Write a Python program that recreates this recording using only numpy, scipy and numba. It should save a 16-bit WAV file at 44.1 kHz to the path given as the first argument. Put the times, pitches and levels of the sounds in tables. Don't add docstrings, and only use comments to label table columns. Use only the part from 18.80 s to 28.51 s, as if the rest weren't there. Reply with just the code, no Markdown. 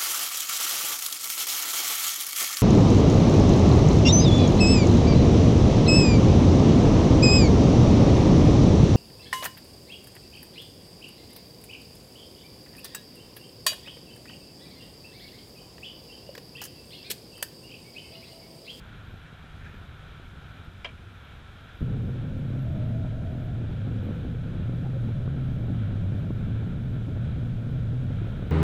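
import sys
import numpy as np
from scipy import signal
from scipy.fft import rfft, irfft
from scipy.io import wavfile
from scipy.ndimage import uniform_filter1d
from numba import njit

SR = 44100
rng = np.random.default_rng(int(sys.argv[2]) if len(sys.argv) > 2 else 0)


def decibels_to_gain(level_db):
    exponent = np.asarray(level_db, float) / 20
    return 10 ** exponent


def digitize_waveform(pressure):
    field = np.atleast_2d(pressure).T
    bounded = np.clip(field, -1, 1)
    quanta = np.round(bounded * 32767).astype(np.int16)
    wavfile.write(sys.argv[1], SR, quanta)


N = 428211
T = np.arange(N) / SR
START_S, HANDS_ON_S = 3.025, 4.95


def unit(x):
    return x / np.sqrt(np.mean(x ** 2))


def curves(table):
    s, *columns = np.transpose(table)
    return [np.interp(T, s, c) for c in columns]


@njit
def svf(x, hz, width):
    y, low_state, band_state = np.empty(len(x)), 0., 0.
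    for i in range(len(x)):
        g, k = np.tan(np.pi * hz[i] / SR), width[i] / hz[i]
        v = (band_state + g * (x[i] - low_state)) / (1 + g * (g + k))
        band_state = 2 * v - band_state
        low_state += 2 * g * v
        y[i] = k * v
    return y


def band(x, hz, width):
    return svf(x, hz + np.zeros(N), width + np.zeros(N))


def noise():
    return rng.standard_normal(N)


def walk(rate):
    k = int(SR / rate)
    held = np.repeat(rng.standard_normal(N // k + 1), k)
    return unit(uniform_filter1d(uniform_filter1d(held, k), k)[:N])


def coloured(points):
    hz, db = np.transpose(points)
    f = np.arange(N // 2 + 1) * SR / N + 1
    gain = decibels_to_gain(np.interp(np.log(f), np.log(hz), db))
    return unit(irfft(rfft(noise()) * gain, N))


def add(out, s, db, hz, t60, rise=0.):
    t = np.arange(int(.4 * SR)) / SR
    ring = decibels_to_gain(db - 60 * t / t60) * np.sin(2 * np.pi * hz * t) * (1 - np.exp(-t / (rise + 1e-5)))
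    i = int(s * SR)
    out[i:i + len(t)] += ring[:N - i]


# pitch_hz, level_db (per Hz)
ROOM_COLOUR = [(12, -27.5), (20, -4.5), (92, 0), (123, -4.5), (155, -7.5), (182, -10.5), (334, -19),
               (500, -27), (650, -47.5), (1100, -120)]
ROOM_DB, ROOM_QUIET_DB, ROOM_CALMS_S = -46.5, -48, 1.88
FAN_HZ, FAN_DB, FAN_QUIET_DB = 154, -57.5, -71.5
FAN_BEAT_S, FAN_BEAT_PEAK_S, FAN_BEAT_DB = .55, .86, 2


def room_and_fan():
    calm = np.clip((T - ROOM_CALMS_S) / 0.13, 0, 1)
    rumble_db = ROOM_DB + (ROOM_QUIET_DB - ROOM_DB) * calm
    rumble = decibels_to_gain(rumble_db + 1.2 * walk(22)) * coloured(ROOM_COLOUR)
    beat = np.cos(2 * np.pi * (T - FAN_BEAT_PEAK_S) / FAN_BEAT_S)
    fan_db = FAN_DB + (FAN_QUIET_DB - FAN_DB) * calm + FAN_BEAT_DB * beat
    fan_hz = FAN_HZ * (1 + 0.0036 * walk(11))
    return rumble + decibels_to_gain(fan_db) * unit(np.sin(2 * np.pi * np.cumsum(fan_hz) / SR))


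# pitch_hz, level_db (per Hz)
AIR_COLOUR = [(240, -34.5), (400, -6), (479, -6), (654, -4), (702, -4.5), (760, -3.5), (857, -7),
              (1230, -7), (1330, -1), (2030, -11), (2270, -9), (2530, -12), (3260, -6.5), (3940, -11.5),
              (4400, -24), (5720, -49), (9680, -120)]
# pitch_hz, width_hz, level_db
HOUSING_TONES = [(1513, 510, 4.5), (2380, 260, 4.5), (2920, 670, -2)]
AIR_DB = -54


def housing_hiss():
    air = coloured(AIR_COLOUR)
    air = air + sum((decibels_to_gain(db) - 1) * band(air, f, w) for f, w, db in HOUSING_TONES)
    return decibels_to_gain(AIR_DB + 0.84 * walk(9)) * unit(air)


INSECT_DB, INSECT_FADES_DB_PER_S, INSECT_SWELL_DB = -80.5, 0.2, 2.1
INSECT_PERIOD_S, INSECT_PEAK_S = .712, .33
WHINE_HZ, WHINE_DB = 14620, -101


def insects_and_whine():
    swell = np.cos(2 * np.pi * (T - INSECT_PEAK_S) / INSECT_PERIOD_S)
    chorus_db = INSECT_DB - INSECT_FADES_DB_PER_S * T + INSECT_SWELL_DB * swell + 2.2 * walk(30)
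    flutter_hz = 56.3 * (1 + .004 * walk(2))
    throb = 1 + .22 * np.sin(2 * np.pi * np.cumsum(flutter_hz) / SR)
    wings = band(band(noise(), 12450, 2300), 12450, 2300)
    whine = decibels_to_gain(WHINE_DB) * unit(band(noise(), WHINE_HZ, 30))
    return decibels_to_gain(chorus_db - 3) * unit(throb ** 2 * wings) + whine


def snap_across(table, gain_db, slower):
    out, t = np.zeros(N), np.arange(-600, 600) / SR
    for s, db, ms in table:
        u = t / (slower * ms / 1000)
        i = int(s * SR) - 600
        out[i:i + len(t)] -= decibels_to_gain(db + gain_db) * u / (1 + u ** 2) ** 1.33 * np.hanning(len(t))
    return out


# middle_s, peak_db, snap_ms (sign gives the direction)
LEANS = [(0.2328, -49, 0.71), (0.2674, -47, 0.8), (0.3417, -38, 0.88), (0.5291, -45, 0.8),
         (0.6427, -41, -0.8), (0.7521, -43, -0.8), (0.8567, -40, -0.8), (0.9442, -38, 0.68),
         (1.0155, -44, 0.72), (1.3994, -39, 0.68), (1.5576, -44, -0.8), (1.5846, -51, 0.8),
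         (1.8002, -47, 0.8), (1.8729, -46, -0.8), (1.9871, -49, -0.74), (2.2774, -46, -0.8),
         (2.3158, -48, -0.8), (2.7571, -46, -0.8), (2.9723, -44, -0.8)]


def potter_leaning():
    return snap_across(LEANS, gain_db=7, slower=1.2)


# peak_s, peak_db, rise_db_per_s, fall_db_per_s
STROKES = [
    (0.47, -56, 300, 290),
    (0.81, -58, 300, 300),
    (0.848, -53, 900, 300),
    (0.885, -56, 300, 400),
    (0.945, -58, 400, 300),
]


def rubbing_clay():
    rub = band(noise(), 1720, 220)
    rub += decibels_to_gain(-6.0) * band(noise(), 2400, 400)
    rub += decibels_to_gain(-10.0) * band(noise(), 1470, 300)
    bright = band(band(noise(), 6100, 3500), 5500, 3500)
    rub = band(rub, 1600, 1500) + decibels_to_gain(-30) * bright
    level = sum(decibels_to_gain(db - np.where(T < s, rise, fall) * np.abs(T - s)) for s, db, rise, fall in STROKES)
    return level * unit(rub)


# start_s, peak_db, decay_s (to -60 dB)
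CONTACTS = [
    (2.0455, -27.5, 0.033),
    (2.0479, -28, 0.036),
    (2.054, -36, 0.082),
    (2.0617, -39, .06),
    (2.073, -51, 0.043),
    (2.088, -46, .09),
]
# pitch_hz, width_hz, level_db
WOOD_TONES = [(482, 160, -8), (640, 130, -5.5), (996, 110, -6), (1350, 140, -11), (1650, 200, -7.5),
              (2090, 340, -12), (2275, 100, -4), (2800, 250, -4.5), (3210, 150, -6), (3450, 200, -12),
              (3980, 470, -16), (4930, 1100, -18), (5960, 1500, -18.5), (8000, 3000, -27)]
# start_s, peak_db, pitch_hz, decay_s
ROCKING = [(2.0452, -29.5, 2330, .06), (2.0482, -43, 3170, .06), (2.0482, -43, 1690, .07),
           (2.0565, -43, 3250, .04), (2.072, -43, 3180, .04), (2.0482, -43, 2720, .05),
           (2.0482, -41, 3430, .04), (2.0455, -46, 4900, .04), (2.07, -45, 2330, .08),
           (2.087, -46, 2280, .05), (2.094, -46, 2500, .02), (2.06, -42, 680, .07), (2.078, -48, 640, .1),
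           (2.094, -46, 450, .03)]
BLOW_DB, SCRAPE_DB = 14, -3.5


def tool_put_down():
    drag = sum(decibels_to_gain(db - 60 * np.abs(T - s) / t60) * (T > s) for s, db, t60 in CONTACTS)
    contact = decibels_to_gain(SCRAPE_DB) * noise() * drag
    contact += sum(decibels_to_gain(db + BLOW_DB) * np.maximum(1 - np.abs(T - s) * SR, 0) for s, db, t60 in CONTACTS)
    out = np.zeros(N)
    for k, (f, w, db) in enumerate(WOOD_TONES):
        tone = band(band(contact, f, w), f, 4.3 * w)
        out += (-1) ** k * decibels_to_gain(db + 17) * tone * np.sqrt(100 / w)
    out = band(out, 1800, 5700)
    for s, db, f, t60 in ROCKING:
        add(out, s, db, f, t60, rise=1.7 / f)
    return out


# start_s, peak_db, pitch_hz, decay_s
TICK_TIMES = [(5.4485, -34, 600, 0.02), (6.062, -46, 765, .06), (6.13, -41, 516.7, .12),
              (6.476, -37, 1150, .02), (6.035, -42, 720, 0.14), (6.045, -38.5, 795, 0.1),
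              (6.055, -44, 870, 0.12), (6.155, -35, 539, .12), (5.05, -50, 820, .12), (5.075, -44, 720, .1),
              (6.285, -43, 850, .03), (7.504, -41, 1050, 0.023)]


def ticks():
    out = np.zeros(N)
    for s, db, f, t60 in TICK_TIMES:
        add(out, s, db, f, t60, rise=t60 / 15)
    return out


# time_s, pitch_hz, level_db
BELT_SPEED = [(3.05, 434, -48.5), (3.4, 510, -55), (3.62, 550, -55), (3.78, 592, -56), (3.9, 624, -49.5),
              (4.1, 630, -49), (4.25, 620, -51), (4.45, 657, -50.5), (4.6, 625, -51), (4.7, 660, -53),
              (4.85, 607, -60), (5.25, 480, -51), (5.8, 522, -58), (6.3, 565, -55.5), (6.8, 590, -57.5),
              (9.71, 595, -58)]
WIDTH_FREE_HZ, WIDTH_HELD_HZ, SPREADS_S = 90, 170, 2.2


def whir():
    hz, db = curves(BELT_SPEED)
    hz = hz * (1 + 0.017 * walk(18))
    held = np.clip((T - HANDS_ON_S) / SPREADS_S, 0, 1)
    width = WIDTH_FREE_HZ + (WIDTH_HELD_HZ - WIDTH_FREE_HZ) * held
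    rough = noise() * decibels_to_gain(0.47 * walk(60) + 0.79 * walk(3.5))
    belt = unit(svf(svf(rough, hz, width), hz, width) / np.sqrt(width))
    belt = belt / (uniform_filter1d(belt ** 2, 600) + .2) ** .25
    return unit(belt) * decibels_to_gain(db) * np.clip((T - START_S) / 0.12, 0, 1)


# middle_s, peak_db, snap_ms (sign gives the direction)
HEAD_SNAPS = [(4.2481, -33, -0.74), (4.8424, -37, -0.8), (5.289, -30.5, -0.59), (5.3108, -34, 0.66),
              (5.3736, -40, 0.88), (5.4515, -32, -0.89), (5.5308, -40, 0.8), (5.5724, -36, 0.8),
              (5.7566, -35, 0.8), (5.7712, -32, 0.8), (5.799, -35, -0.8), (5.8576, -31, 0.91),
              (5.896, -26, 0.93), (5.9342, -34, -0.8), (6.0655, -28, 0.73), (6.292, -27, -0.85),
              (6.4784, -26.5, 0.9), (6.5434, -31, 0.81), (6.6621, -35, 0.86), (6.8599, -33.5, -0.6),
              (7.3221, -29, 0.77), (7.3723, -37, 0.77), (7.507, -23, -0.91), (7.6279, -34, 0.87),
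              (8.1657, -33, 0.86), (8.2833, -31, -0.8), (8.3652, -33, 0.69), (8.3735, -29, 0.8),
              (8.629, -34, 0.87), (8.9062, -41, -0.86), (9.0846, -40, -0.8), (9.3067, -31, 0.79),
              (9.4206, -33, -0.8), (9.4471, -31, -0.8), (9.4698, -30, 0.8), (9.5361, -35, -0.76),
              (9.5959, -33, -0.8), (9.6283, -30, -0.9)]


def wheel_head_jolts():
    return snap_across(HEAD_SNAPS, gain_db=7.5, slower=0.94)


# time_s, pitch_hz (of the shudder), level_db
MOTOR_EFFORT = [(3.03, 124.8, -28), (3.14, 117.5, -27.5), (3.5, 116.6, -37.5), (3.8, 117.7, -29.5),
                (4.2, 122.7, -29), (4.5, 118.9, -35.5), (4.8, 111, -29), (5.05, 125, -30.5),
                (5.35, 104, -33.5), (5.8, 114.4, -33.5), (6.1, 111.7, -29), (6.4, 130.9, -30.5),
                (6.9, 124.1, -30), (7.15, 102.8, -30), (7.75, 109.1, -32), (8.6, 131.5, -32.5),
                (9.0, 115.2, -28.5), (9.71, 113, -34.5)]
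# ratio (to the shudder pitch run backwards in time), level_db
LOOSE_PARTS = [(.76, -13.5), (1.37, -13)]
SHUDDER_WANDER, SHUDDER_SWELL_DB = .055, 0.5


def shudder():
    hz, hum_db = curves(MOTOR_EFFORT)
    hz = hz * (1 + SHUDDER_WANDER * walk(6))
    hum_db = hum_db + SHUDDER_SWELL_DB * walk(8.8)
    phase = 2 * np.pi * np.cumsum(hz * (1 + .075 * walk(110) + .05 * walk(22))) / SR
    swing = decibels_to_gain(1.3 * walk(45))
    hum = unit(swing * np.sin(phase) + decibels_to_gain(-17.0) * swing ** 2 * np.sin(2 * phase + 1.0))
    hum = unit(hum + sum(decibels_to_gain(db + 1.5) * np.sin(ratio * phase[::-1]) for ratio, db in LOOSE_PARTS))
    return decibels_to_gain(hum_db - 1.5) * hum


# pitch_hz, level_db (per Hz)
RUMBLE_COLOUR = [(12, -17.5), (25, -2), (40, -4), (60, -4.5), (90, 2.5), (140, 2), (190, -5.5),
                 (300, -22.5), (500, -24.5), (900, -51), (2000, -75)]
RUMBLE_DB, RUMBLE_GROWS_DB_PER_S, RUMBLE_SWELL_DB = -38.5, 0.44, -0.5


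def drive_rumble():
    db = RUMBLE_DB + RUMBLE_GROWS_DB_PER_S * (T - START_S) + RUMBLE_SWELL_DB * walk(5)
    return decibels_to_gain(db + 5.5) * coloured(RUMBLE_COLOUR)


# pitch_hz, width_hz, level_db
FRAME_TONES = [(233.3, 69, 6), (321, 145, -7.5), (453, 205, -8.5), (772, 360, -19.5)]
RATTLE_DB, RATTLE_FADES_DB_PER_S, RATTLE_SWELL_DB = -38, 0.4, 1


def frame_rattle():
    size_db = 3.5 * np.minimum(rng.exponential(size=N), 2.2)
    blows = (rng.random(N) < 175 / SR) * decibels_to_gain(size_db) * np.sign(noise())
    blows = uniform_filter1d(blows, 24)
    rattle = np.zeros(N)
    for k, (f, w, db) in enumerate(FRAME_TONES):
        rattle += (-1) ** k * decibels_to_gain(db) * band(band(blows, f, 1.37 * w), f, 1.37 * w)
    level_db = RATTLE_DB - RATTLE_FADES_DB_PER_S * (T - START_S) + RATTLE_SWELL_DB * walk(10)
    return decibels_to_gain(level_db) * unit(rattle)


# start_s, peak_db, pitch_hz
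DRIVE_KNOCKS = [(3.266, -36, 229), (3.736, -25, 233), (4.546, -40, 215.6), (5.078, -31, 261),
                (5.266, -23, 258), (5.658, -34, 265), (5.95, -33, 283), (6.027, -31, 251.8),
                (6.966, -33, 253), (7.838, -36, 220), (7.902, -44, 256), (8.283, -23, 280.4),
                (8.85, -38, 260), (9.46, -27, 299), (9.532, -34, 220), (3.59, -42, 289),
                (4.839, -28, 297.5), (4.925, -47, 251.1), (5.289, -19.5, 240), (5.308, -23, 237),
                (5.448, -26, 300), (5.753, -31, 259), (5.869, -36, 222.6), (5.925, -37, 221),
                (6.288, -23, 221.4), (6.474, -30, 246.3), (6.542, -27, 310.5), (6.657, -34, 242),
                (6.788, -39, 221), (6.856, -36, 277), (7.019, -29, 221), (7.152, -28, 221.8),
                (7.176, -30, 284.4), (7.319, -32, 222), (7.348, -21, 249.7), (7.369, -32, 266),
                (7.502, -15, 215), (7.625, -37, 221.3), (8.626, -36, 269), (9.046, -43, 250.2),
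                (9.225, -45, 220.2), (9.299, -19, 220.6), (9.416, -22.5, 292.3), (9.591, -29.5, 310),
                (9.622, -21, 244)]
# start_s, peak_db, pitch_hz (minus swings the other way first)
PEDAL_THUMP = [
    (3.008, -24, 186),
    (3.015, -22, 257),
    (3.016, -21, -46),
    (3.027, -16, 155),
]


def motor():
    rattle = frame_rattle()
    shake = shudder() + drive_rumble() + decibels_to_gain(-15.5) * rattle
    quick, slow = uniform_filter1d(shake ** 2, 700), uniform_filter1d(shake ** 2, 9000)
    out = shake * (slow / (quick + 0.073 * slow)) ** 0.41 + decibels_to_gain(-7.5) * rattle
    out *= np.clip((T - START_S) / 0.013, 0, 1)
    for s, db, f in DRIVE_KNOCKS:
        add(out, s + .001, db + 5, 1.06 * f, .019, rise=.003)
    for s, db, f in PEDAL_THUMP:
        add(out, s, db, f, 4.8 / abs(f), rise=0.00055)
    return out


JOLT_DIP_DB = 20


def scene():
    snaps = wheel_head_jolts()
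    force = uniform_filter1d(uniform_filter1d(np.abs(snaps), 300), 300)
    dip = 1 / (1 + decibels_to_gain(JOLT_DIP_DB) * force)
    workshop = room_and_fan() + housing_hiss() + insects_and_whine()
    potter = potter_leaning() + rubbing_clay() + tool_put_down() + ticks()
    wheel = whir() + snaps + motor() * dip
    return (workshop + potter + wheel)[None]


def low_pass(x):
    return signal.sosfilt(signal.butter(12, 15220, fs=SR, output="sos"), x)


# pitch_hz, level_db (per Hz)
MIC_COLOUR = [(3000, -8), (4600, 3), (6300, -1), (7600, -3), (8300, -6), (10000, -5.5), (13000, -14),
              (14500, -15), (16000, -14.5)]
MIC_DB = -72
# pitch_hz (lower edge), share (of moments)
THINNED_TOP = [(12900, .1), (13800, .17), (15000, .55)]


def record(dry):
    hiss = decibels_to_gain(MIC_DB + 0.43 * walk(25)) * coloured([(20, -60.5), *MIC_COLOUR])
    heard = np.tanh(1.576 * (dry + hiss)) / 1.424
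    chance = np.repeat(rng.random(N // 1024 + 1), 1024)[:N] / np.interp(T, [3.2, 5.5], [.5, 1.1])
    for edge_hz, share in THINNED_TOP:
        high_pass = signal.butter(8, edge_hz, "high", fs=SR, output="sos")
        top = signal.sosfiltfilt(high_pass, heard)
        thinned = (chance < share) * (T > 3.2) * 1.
        heard = heard - .7 * uniform_filter1d(thinned, 300) * top
    return low_pass(heard)


dry = scene()
out = record(dry)
digitize_waveform(out)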